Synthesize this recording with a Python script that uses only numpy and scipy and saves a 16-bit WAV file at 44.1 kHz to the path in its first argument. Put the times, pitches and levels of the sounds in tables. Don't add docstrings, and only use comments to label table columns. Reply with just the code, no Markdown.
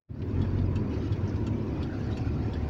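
import sys
import numpy as np
from scipy import signal
from scipy.fft import rfft, irfft
from scipy.io import wavfile
from scipy.ndimage import uniform_filter1d

SR = 44100
rng = np.random.default_rng(int(sys.argv[2]) if len(sys.argv) > 2 else 0)


def log_audio(samples):
    frames = np.atleast_2d(samples).T
    limited = np.clip(frames, -1, 1)
    pcm = np.round(limited * 32767).astype(np.int16)
    wavfile.write(sys.argv[1], SR, pcm)


N = 118629

# (frequency [Hz], relative level [dB])
RUMBLE_SPECTRUM = [(20, -26.5), (32, -16), (52, -15.5), (62, -2.5), (74, 6.5), (108, 7.5), (125, 1),
                   (145, 4.5), (168, -6), (220, -35.5), (1800, -100)]
# (time [s], level [dB])
RUMBLE_LEVEL = [(0, -29.5), (.4, -33.5), (.8, -32.5), (.95, -33), (1.17, -28), (1.6, -35), (1.69, -34),
                (1.82, -30.5), (1.96, -36.5), (2.02, -30.5), (2.12, -32.5), (2.36, -29), (2.49, -33),
                (2.55, -31), (2.69, -31)]
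# (frequency [Hz], relative level [dB])
DRONE_SPECTRUM = [(100, -70.5), (160, -23.5), (185, -7.5), (215, 0.5), (250, 0), (295, -1.5), (345, -3.5),
                  (385, -4.5), (420, -13.5), (520, -17.5), (700, -33), (3000, -100)]
# (time [s], level [dB])
DRONE_LEVEL = [(0, -43.5), (.4, -30.5), (.62, -36), (.95, -32), (1.15, -35), (1.4, -34), (1.72, -34),
               (1.92, -34.5), (2.35, -35), (2.69, -38)]
# (frequency [Hz], relative level [dB])
ROAR_SPECTRUM = [(250, -13), (450, 3.5), (620, -1.5), (800, -6), (960, -1), (1100, -6.5), (1300, -12),
                 (2500, -18.5), (5000, -45.5), (9000, -75.5)]
# (time [s], level [dB])
ROAR_LEVEL = [(0, -54.5), (.4, -46), (.75, -45.5), (1.1, -46), (1.45, -46), (1.8, -45.5), (2.05, -51.5),
              (2.35, -46.5), (2.69, -45)]
# (centre [Hz], width [Hz], relative level [dB])
HOWL_MODES = [(463, 90, -1.5), (622, 44, -6.5), (750, 100, -5)]
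# (time [s], level [dB])
HOWL_LEVEL = [(0, -70), (1.6, -58), (2.05, -46.5), (2.22, -47), (2.35, -52.5), (2.69, -45.5)]

# (frequency [Hz], relative level [dB])
TRIM_SPECTRUM = [(1000, -7.5), (2500, 8), (3400, 3), (4000, 2.5), (4600, 0), (5600, -0.5), (6700, -8.5),
                 (7400, -17.5), (8200, -25.5), (11000, -23.5), (13000, -46.5)]
# (time [s], level [dB])
TRIM_LEVEL = [(0, -72.5), (.35, -64.5), (.7, -66.5), (.85, -65.5), (.98, -56), (1.2, -62.5), (1.4, -59),
              (1.58, -62.5), (1.74, -61), (1.87, -67), (1.97, -61), (2.07, -58), (2.25, -58.5),
              (2.4, -61.5), (2.69, -59.5)]
# (time [s], level [dB], decay [s], centre [Hz], width [Hz])
BURSTS = [(0.217, -43.5, 0.0064, 2410, 4000), (.585, -47.5, 0.011, 3860, 3000),
          (1.274, -53.5, 0.025, 5770, 1620), (1.293, -51.5, 0.01, 5400, 1900),
          (1.356, -52, .01, 4900, 2530), (1.577, -60, 0.0038, 6735, 1790), (2.225, -55, 0.016, 4484, 398.3)]

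# (time [s], level [dB])
TICKS = [(.4145, -50.5), (1.1215, -50.5), (1.8265, -47), (2.533, -48.5)]
# (time [s], level [dB])
TOCKS = [(.7545, -46), (1.464, -45.5), (2.170, -45)]
# (centre [Hz], width [Hz], relative level [dB])
TICK_MODES = [(2950, 260, 1.5), (3400, 240, 4.5), (3790, 130, 1.5), (4450, 370, 1), (4980, 360, -4.5),
              (5440, 260, -6.5), (7470, 170, -12.5), (8130, 180, -22), (10870, 620, -25.5)]
# (centre [Hz], width [Hz], relative level [dB])
TOCK_MODES = [(1380, 700, 3), (2600, 200, 4.5), (3130, 380, 1.5), (3780, 170, -3), (4480, 210, 1.5),
              (5500, 240, -5), (5740, 200, -9), (6600, 280, -7), (7260, 170, -6), (10850, 370, -24)]
# (frequency [Hz], relative level [dB])
SNAP_SPECTRUM = [(1200, 0), (6500, -3), (8800, -16), (15000, -33)]

# (time [s], firing rate [Hz])
CAR_FIRING_RATE = [(0, 44.07), (.3, 44.56), (.5, 46.3), (.68, 46.02), (.8, 42.8), (.95, 37.07),
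                   (1.15, 34.99), (1.9, 34), (2.3, 35.3), (2.69, 36.3)]
# (time [s], gain [dB])
CAR_LOAD = [(0, -43), (.27, -38.5), (.38, -22.5), (.48, -28), (.55, -22), (.65, -22), (.72, -27),
            (.78, -24.5), (.92, -37.5), (1.9, -36), (2.35, -33.5), (2.69, -32)]
CAR_HARMONICS = [-12, -4, -14, -20, -16, -23, -21.5]

EXHAUST_HARMONICS = [-38, -46, -49.5]
# (time [s], gain [dB])
EXHAUST_GAIN = [(0, -5.5), (.65, 2), (.85, 2.5), (1.15, 0), (1.4, 6), (1.6, 5.5), (1.78, -3.5), (2.2, -1.5),
                (2.38, -0.5), (2.69, -7)]
CYLINDER_KNOCKS = [-6.5, -11, -7.5, -7, -6.5, -4]
# (frequency [Hz], relative level [dB])
CLATTER_SPECTRUM = [(400, 4), (650, 7.5), (850, -8), (1150, -0.5), (1450, 2.5), (1900, 0.5), (2450, -11),
                    (3000, -11), (4000, -12.5), (5000, -13.5), (6500, -22), (8000, -45), (12000, -74.5)]
# (time [s], level [dB])
CLATTER_LEVEL = [(0, -61), (.42, -50.5), (.66, -54.5), (.95, -52), (1.3, -52), (1.58, -59.5), (1.68, -51),
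                 (1.95, -48), (2.07, -50), (2.2, -49), (2.36, -53), (2.47, -49.5), (2.69, -51.5)]
# (centre [Hz], width [Hz], relative level [dB])
FITTING_MODES = [(1355, 36, 6.5), (1472, 43, -4), (2477, 310, -5.5), (4530, 100, -6.5), (5344, 37, -15.5),
                 (6700, 56, -22), (7240, 110, -25)]

# (frequency [Hz], relative level [dB])
HISS_SPECTRUM = [(3000, 0), (11000, 0), (13800, -1), (15000, 10), (16000, 10)]
# (time [s], gain [dB])
FADE_IN = [(0, -67.5), (.075, -70), (.092, -16), (.115, -9.5), (.18, -7), (.22, -3.5), (.33, -1.5)]


def undb(db):
    return 10 ** (np.asarray(db) / 20)


def times():
    return np.arange(N) / SR


def frequencies():
    return np.arange(N // 2 + 1) * SR / N


def curve(rows):
    return np.interp(times(), *np.array(rows, float).T)


def unit(x):
    return x / np.sqrt(np.mean(x ** 2))


def noise():
    return rng.standard_normal(N)


def wander(rate_hz):
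    return unit(irfft(rfft(noise()) / (1 + (frequencies() / rate_hz) ** 4), N))


def colour(x, spectrum):
    hz, db = np.array(spectrum, float).T
    bins = frequencies() + 1e-3
    gain = undb(np.interp(np.log(bins), np.log(hz), db))
    low_cut = np.minimum(bins / hz[0], 1) ** 2
    return unit(irfft(rfft(x) * gain * low_cut, N))


def resonate(x, modes):
    bins = frequencies()
    gain = sum(undb(db) / (1 + ((bins - hz) / width * 2) ** 2) for hz, width, db in modes)
    return unit(irfft(rfft(x) * gain, N))


def steady(x, span_s=.12):
    return x / np.sqrt(uniform_filter1d(x ** 2, int(span_s * SR)))


def patchy(x, depth_db, rate_hz=15):
    frames = dict(fs=SR, nperseg=1024, noverlap=768)
    _, when, bands = signal.stft(x, **frames)
    pole = np.exp(-2 * np.pi * rate_hz * when[1])
    sway = signal.filtfilt([1 - pole], [1, -pole], rng.standard_normal(bands.shape), padtype="even")
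    sway = unit(uniform_filter1d(sway, 4, axis=0))
    _, swayed = signal.istft(bands * undb(depth_db * sway), **frames)
    return unit(swayed[:N])


def firing_pulses(firings, harmonics, flutter_db=.5):
    return sum(np.sqrt(2) * undb(db + flutter_db * wander(34)) * np.cos(2 * np.pi * order * firings)
               for order, db in enumerate(harmonics, 1))


def road(bump_db=.81, cavity_hz=252.2, cavity_db=-44):
    rumble = steady(colour(noise(), RUMBLE_SPECTRUM)) * undb(curve(RUMBLE_LEVEL))
    drone = steady(colour(noise(), DRONE_SPECTRUM)) * undb(curve(DRONE_LEVEL))
    bumps = undb(bump_db * wander(6.7))
    cavity_ring = undb(cavity_db) * resonate(noise(), [(cavity_hz, 10, 0)])
    return (rumble + drone) * bumps + cavity_ring


def tyres():
    roar = patchy(colour(noise(), ROAR_SPECTRUM), depth_db=2) * undb(curve(ROAR_LEVEL))
    howl = resonate(noise(), HOWL_MODES) * undb(curve(HOWL_LEVEL))
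    return roar + howl


def trim(flicker_db=2.5, attack_s=.0035):
    rustle = undb(curve(TRIM_LEVEL) + flicker_db * wander(35)) * colour(noise(), TRIM_SPECTRUM)
    sound = patchy(rustle, depth_db=5.2) * np.std(rustle)
    for start, db, decay_s, hz, width in BURSTS:
        age = np.maximum(times() - start, 0)
        envelope = undb(db) * np.minimum(age / attack_s, 1) * np.exp(-age / decay_s)
        sound += envelope * resonate(colour(noise(), TRIM_SPECTRUM), [(hz, width, 0)])
    return sound


def relay(events, modes, attack_s, ring_hz, ring_db):
    hold_s, decay_s = .012, .0089
    tail_db, tail_s = -26.5, .053
    snap_db, snap_delay_s, snap_s = -1, .005, .0011
    envelope, snap = 0, 0
    for start, db in events:
        age = np.maximum(times() - start, 0)
        fall = np.exp(-np.maximum(age - hold_s, 0) / decay_s)
        tail = undb(tail_db) * np.exp(-age / tail_s)
        envelope += undb(db) * np.minimum(age / attack_s, 1) * (fall + tail)
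        snap += undb(db + snap_db) * np.exp(-np.abs(age - snap_delay_s) / snap_s) * (age > 0)
    chatter = resonate(noise(), modes)
    case_ring = np.sqrt(2) * undb(ring_db) * np.sin(2 * np.pi * ring_hz * times())
    return envelope * unit(chatter + case_ring) + snap * colour(noise(), SNAP_SPECTRUM)


def car_engine(drift=.0068):
    firings = np.cumsum(curve(CAR_FIRING_RATE) * (1 + drift * wander(5.2))) / SR
    return firing_pulses(firings, CAR_HARMONICS) * undb(curve(CAR_LOAD))


def truck_engine(firing_hz=104.8, drift=.008, scatter_db=4, knock_floor=.82, fittings_db=-8.5):
    firings = np.cumsum(firing_hz * (1 + drift * wander(3.65))) / SR
    firing_index = firings.astype(int)
    cylinder_db = np.array(CYLINDER_KNOCKS)[firing_index % len(CYLINDER_KNOCKS)]
    strength = undb(cylinder_db + scatter_db * noise()[firing_index])
    knocks = knock_floor + strength * np.exp(-(firings % 1))
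    through_glass = colour(noise() * knocks, CLATTER_SPECTRUM)
    fittings = undb(fittings_db) * resonate(noise() * knocks, FITTING_MODES)
    clatter = patchy(through_glass + fittings, depth_db=4) * undb(curve(CLATTER_LEVEL))
    exhaust = firing_pulses(firings, EXHAUST_HARMONICS) * undb(curve(EXHAUST_GAIN))
    return clatter + exhaust


def scene():
    ticks = relay(TICKS, TICK_MODES, attack_s=.0012, ring_hz=3388, ring_db=-4)
    tocks = relay(TOCKS, TOCK_MODES, attack_s=.0023, ring_hz=2700, ring_db=-6)
    return (road() + tyres() + trim() + ticks + tocks + car_engine() + truck_engine())[None]


def record(dry):
    hiss_db, cutoff_hz = -73.5, 15750
    hiss = undb(hiss_db) * colour(noise(), HISS_SPECTRUM)
    faded = (dry + hiss) * undb(curve(FADE_IN))
    low_pass = signal.ellip(10, .2, 80, cutoff_hz, fs=SR, output="sos")
    return signal.sosfilt(low_pass, faded)


dry = scene()
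out = record(dry)
log_audio(out)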